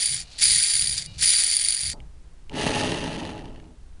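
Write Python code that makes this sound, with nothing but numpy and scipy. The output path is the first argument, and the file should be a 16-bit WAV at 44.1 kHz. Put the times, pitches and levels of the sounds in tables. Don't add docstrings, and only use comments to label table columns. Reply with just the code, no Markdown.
import sys
import numpy as np
from scipy import signal
from scipy.io import wavfile

SR = 44100
rng = np.random.default_rng(int(sys.argv[2]) if len(sys.argv) > 2 else 0)


def materialize(psi):
    bounded = np.clip(np.atleast_2d(psi).T, -1, 1)
    quanta = np.round(bounded * 32767).astype(np.int16)
    wavfile.write(sys.argv[1], SR, quanta)


N = 176400
TIME = np.arange(N) / SR

# touch_s, full_speed_s, brake_s, stop_s, level_db, sag_db_per_s, brake_db
SPINS = [(-.1, -0.034, 0.18, 0.24, -24.5, 16.5, 12.5), (0.382, 0.426, 0.989, 1.066, -19, 18, 10.5),
         (1.181, 1.228, 1.915, 1.934, -19.5, 16.5, 1)]
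# start_s, level_db
BALL_KNOCKS = [(.058, -5), (.111, -28), (.203, -13.5), (.389, -12.5), (.4145, -8), (.431, -15),
               (.439, -4.5), (.453, -4), (.479, -10.5), (.591, -24), (.637, -5), (.663, -20), (.681, -17),
               (.736, -6), (.753, -5), (.794, -6), (.822, -4), (.872, -8), (.894, -9), (.925, -13),
               (.979, -4), (1.022, -13.5), (1.06, -16.5), (1.2225, -8), (1.24, -12), (1.286, -7),
               (1.312, -28.5), (1.445, -22.5), (1.467, -37), (1.513, -4), (1.567, -5), (1.648, -9),
               (1.685, -4), (1.705, -10), (1.723, -6), (1.747, -10), (1.834, -11), (1.868, -30), (1.9, -11),
               (1.916, -13)]
# start_s, length_s, level_db
RIM_SCUFFS = [(.412, 0.03, -20.5), (1.221, 0.033, -22)]
# freq_hz, gain_db
CLATTER_EQ = [(100, -30), (450, -26), (720, -21.5), (1050, -25), (1400, -15), (1650, -8), (2150, 0),
              (2400, -1), (2650, -7), (3200, -1), (3900, 1), (4900, 4), (5600, 1), (6400, -3), (7200, 3),
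              (8200, -2.5), (8800, -9.5), (9600, -5.5), (10300, 0.5), (11000, -12.5)]
# pitch_hz, width_hz, gain_db, grip_damping_db
RACE_MODES = [(4662, 150, -7.5, 3.5), (4873, 360, -6, 1.5), (7240, 720, -19.5, 1.5), (9380, 800, -7.5, 8),
              (9654, 560, .5, 8.5)]


def held_bearing():
    release_s, grip_s = 0.011, 0.036
    effort, gripped = np.zeros(N), np.ones(N)
    for touch, full, brake, stop, level_db, sag_db_per_s, brake_db in SPINS:
        db = level_db + np.interp(TIME, [touch, full], [-16.5, 0])
        db -= sag_db_per_s * np.maximum(TIME - full, 0)
        db -= np.interp(TIME, [brake, stop], [0, brake_db])
        effort += amp(db) * (TIME >= touch) * (TIME < stop)
        gripped -= np.interp(TIME, [full - release_s, full, brake - grip_s, brake], [0, 1, 1, 0])
    balls = impacts(1300, spread_db=1.5, decay_s=0.00063, rise_s=0.0012)
    knocks = blows(BALL_KNOCKS, decay_s=0.0015)
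    scuffs = swells(RIM_SCUFFS) * impacts(2300, spread_db=3, decay_s=0.00089)
    out = colour(amp(-3.5) * effort * balls + amp(1.5) * knocks + scuffs, CLATTER_EQ)
    ring_gain = amp(-1) * effort * (effort / effort.max()) ** 0.19
    shared = 0.48
    for hz, width_hz, db, damping_db in RACE_MODES:
        own_strikes = impacts(600, spread_db=5, decay_s=0.00034)
        strikes = np.sqrt(shared) * balls + np.sqrt(1 - shared) * own_strikes
        drive = ring_gain * strikes + amp(8) * knocks
        out += resonate(drive * amp(db - damping_db * gripped), hz, width_hz)
    return out


# time_s, speed_ratio
SPIN_SPEED = [(2.485, 0), (2.535, 0.46), (2.6, 0.91), (2.76, 0.93), (2.94, 0.75), (3.1, 0.58), (3.27, 0.48),
              (3.45, 0.26), (3.62, 0.14), (3.78, 0.026)]
# freq_hz, gain_db
BENCH_EQ = [(40, -21), (95, 0), (120, -5), (148, 1.5), (194, -5), (247, 2), (300, -2), (377, -6), (435, 0),
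            (481, -11.5), (528, -4.5), (560, -7), (608, -4), (735, -10.5), (843, -3), (950, -10),
            (1070, -17), (1330, -17.5), (1500, -27), (2200, -53)]
# freq_hz, gain_db
HOUSING_EQ = [(300, -27), (1000, -10), (1400, -5.5), (1570, -3.5), (1810, 4), (2150, -2.5), (2500, -0.5),
              (2800, 5.5), (3400, -2), (4600, -3), (5400, -9), (6500, -6.5), (7300, -14), (8800, -10.5),
              (9900, -8), (10500, -13.5), (11000, -31)]
# start_s, level_db
BALL_TICKS = [(2.62, -16), (2.8608, -32), (2.8937, -22), (2.9192, -12), (2.945, -16), (2.9975, -31),
              (3.0404, -16), (3.078, -23), (3.1272, -40), (3.16, -22), (3.188, -28), (3.2205, -31),
              (3.2519, -20), (3.265, -26), (3.2953, -29), (3.322, -37), (3.3786, -27.5), (3.392, -28),
              (3.4555, -29), (3.5487, -39), (3.56, -35), (3.5996, -36.5), (3.641, -40)]


def bench_bearing():
    speed = np.interp(TIME, *np.transpose(SPIN_SPEED), left=0, right=0)
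    roll = unit(colour(impacts(1600, spread_db=4.5, decay_s=0.0012), BENCH_EQ))
    roll *= amp(-25.5) * speed ** 1.21
    whir = impacts(1300 * speed + 1, spread_db=1.5, decay_s=0.0014) * amp(-36) * speed ** 1.83
    ticks = amp(7) * blows(BALL_TICKS, decay_s=0.0018)
    rattle = colour(whir + ticks, HOUSING_EQ)
    return soften(roll, 485, speed ** 0.45) + soften(rattle, 5460, speed ** 0.79)


# start_s, level_db
AFTER_RINGS = [(.24, -61), (1.07, -50)]
# pitch_hz, gain_db, t60_s
AFTER_MODES = [(2380, -4, .5), (2875, 0, .55), (3840, -2, 1), (4366, -6.5, .6), (4613, -7, .5),
               (4727, -10, .4), (4974, -7.5, .4)]


def after_ring():
    out, t = np.zeros(N), TIME[:SR // 2]
    for start_s, level_db in AFTER_RINGS:
        for hz, db, t60_s in AFTER_MODES:
            add(out, start_s, amp(level_db + db - 60 * t / t60_s) * np.sin(2 * np.pi * hz * t))
    return out


# start_s, length_s, level_db
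HAND_THUDS = [(.06, .2, -43.5), (.39, .24, -41.5), (.73, 0.32, -42), (1.04, 0.27, -42), (1.82, .13, -42),
              (1.95, 0.16, -47)]
# freq_hz, gain_db
THUD_EQ = [(25, -19), (50, 6), (85, 0.5), (160, -1.5), (220, -20), (400, -23.5), (1000, -49.5)]
# start_s, length_s, level_db
GLOVE_BRUSHES = [(.225, 0.11, -53.5), (.3, 0.19, -45.5), (1.06, 0.27, -51)]
# freq_hz, gain_db
GLOVE_EQ = [(300, -16), (1200, -14.5), (2000, -11.5), (2700, 0), (3300, -4), (3900, 3.5), (4600, 3.5),
            (5400, -3.5), (7000, -9), (10500, -16)]
# start_s, level_db
FINGER_TAPS = [(2.003, -27), (2.496, -19.5)]
# freq_hz, gain_db
TAP_EQ = [(300, -19), (1400, -15), (1900, -6), (2300, 4), (2550, -7), (2900, 4.5), (3400, -5), (5000, -6),
          (8500, -22), (10500, -21)]


def hands():
    thuds = swells(HAND_THUDS) * unit(colour(rng.standard_normal(N), THUD_EQ))
    brushes = swells(GLOVE_BRUSHES) * colour(impacts(1100, spread_db=0.5, decay_s=0.002), GLOVE_EQ)
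    taps = colour(blows(FINGER_TAPS, decay_s=0.00048), TAP_EQ)
    return thuds + brushes + taps


def bench_bump(start_s=1.935, level_db=-44, t60_s=0.37):
    out, t = np.zeros(N), TIME[:SR // 2]
    add(out, start_s, amp(level_db - 60 * t / t60_s) * colour(rng.standard_normal(len(t)), BENCH_EQ))
    return out


# freq_hz, gain_db
ROOM_HELD_EQ = [(20, -2.5), (50, -4), (120, -14), (250, -22.5), (450, -26.5), (720, -24.5), (1100, -30),
                (3000, -32), (10000, -38.5)]
# freq_hz, gain_db
ROOM_BENCH_EQ = [(20, -3), (65, -9), (115, -25), (160, -24.5), (200, -33.5), (300, -33.5), (520, -39),
                 (2200, -47.5), (10200, -53), (10900, -70)]


def background(switch_s=1.934):
    held = amp(-49) * unit(colour(rng.standard_normal(N), ROOM_HELD_EQ))
    bench = amp(-42.5) * unit(colour(rng.standard_normal(N), ROOM_BENCH_EQ))
    return np.where(TIME < switch_s, held, bench)


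def room(x, wet_db, t60_s):
    t = TIME[:SR // 3]
    tail = rng.standard_normal(len(t)) * amp(-60 * t / t60_s) * (t > 0.003)
    return x + amp(wet_db) * signal.fftconvolve(x, tail / np.linalg.norm(tail))[:N]


def contact_envelope(decay_s, rise_s):
    t = TIME[:SR // 40]
    return np.exp(-t / decay_s) * (1 - np.exp(-(t / rise_s) ** 2))


def impacts(rate_per_s, spread_db, decay_s, rise_s=0.0005):
    onsets = rng.random(N) < rate_per_s / SR
    hits = onsets * amp(spread_db * np.clip(rng.standard_normal(N), -2, 2))
    power = signal.oaconvolve(hits ** 2, contact_envelope(decay_s, rise_s) ** 2)[:N]
    return unit(np.sqrt(np.maximum(power, 0)) * rng.standard_normal(N))


def blows(rows, decay_s):
    out, envelope = np.zeros(N), contact_envelope(decay_s, rise_s=0.0001)
    for start_s, db in rows:
        burst = rng.standard_normal(len(envelope)) * envelope
        add(out, start_s, amp(db) * burst / np.linalg.norm(burst))
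    return out


def swells(rows):
    out = np.zeros(N)
    for start_s, length_s, db in rows:
        arch = np.sin(np.linspace(0, np.pi, int(length_s * SR)))
        add(out, start_s, amp(db) * np.sqrt(abs(arch)))
    return out


def colour(x, eq):
    hz, db = np.transpose(eq)
    size = 8192
    bins_hz = abs(np.fft.fftfreq(size, 1 / SR)) + 1
    log_gain = np.log(amp(np.interp(np.log(bins_hz), np.log(hz), db)))
    spectrum = np.exp(np.conj(signal.hilbert(log_gain)))
    ring = np.fft.ifft(spectrum).real[:size // 2]
    return signal.fftconvolve(x, ring / np.linalg.norm(ring))[:len(x)]


def resonate(x, hz, width_hz):
    t = TIME[:SR // 20]
    ring = t * np.exp(-np.pi * width_hz * t) * np.sin(2 * np.pi * hz * t)
    return signal.fftconvolve(x, ring / np.linalg.norm(ring))[:len(x)]


def soften(x, corner_hz, treble_gain):
    low = signal.filtfilt(*signal.butter(2, corner_hz, fs=SR), x)
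    return low + (x - low) * treble_gain


def amp(db):
    return 10 ** (np.asarray(db) / 20)


def unit(x):
    return x / np.sqrt(np.mean(x ** 2) + 1e-20)


def add(mix, start_s, sound):
    part = mix[max(round(start_s * SR), 0):][:len(sound)]
    part += sound[:len(part)]


def scene():
    held = room(held_bearing(), wet_db=-13.5, t60_s=0.056)
    bench = room(bench_bearing(), wet_db=-10.5, t60_s=0.22)
    return (held + bench + after_ring() + hands() + bench_bump() + background())[None]


def record(dry):
    cutoff_hz = 10850
    lowpass = signal.firwin(141, cutoff_hz, window=("kaiser", 8), fs=SR)
    return signal.oaconvolve(dry, lowpass[None], "same")


dry = scene()
out = record(dry)
materialize(out)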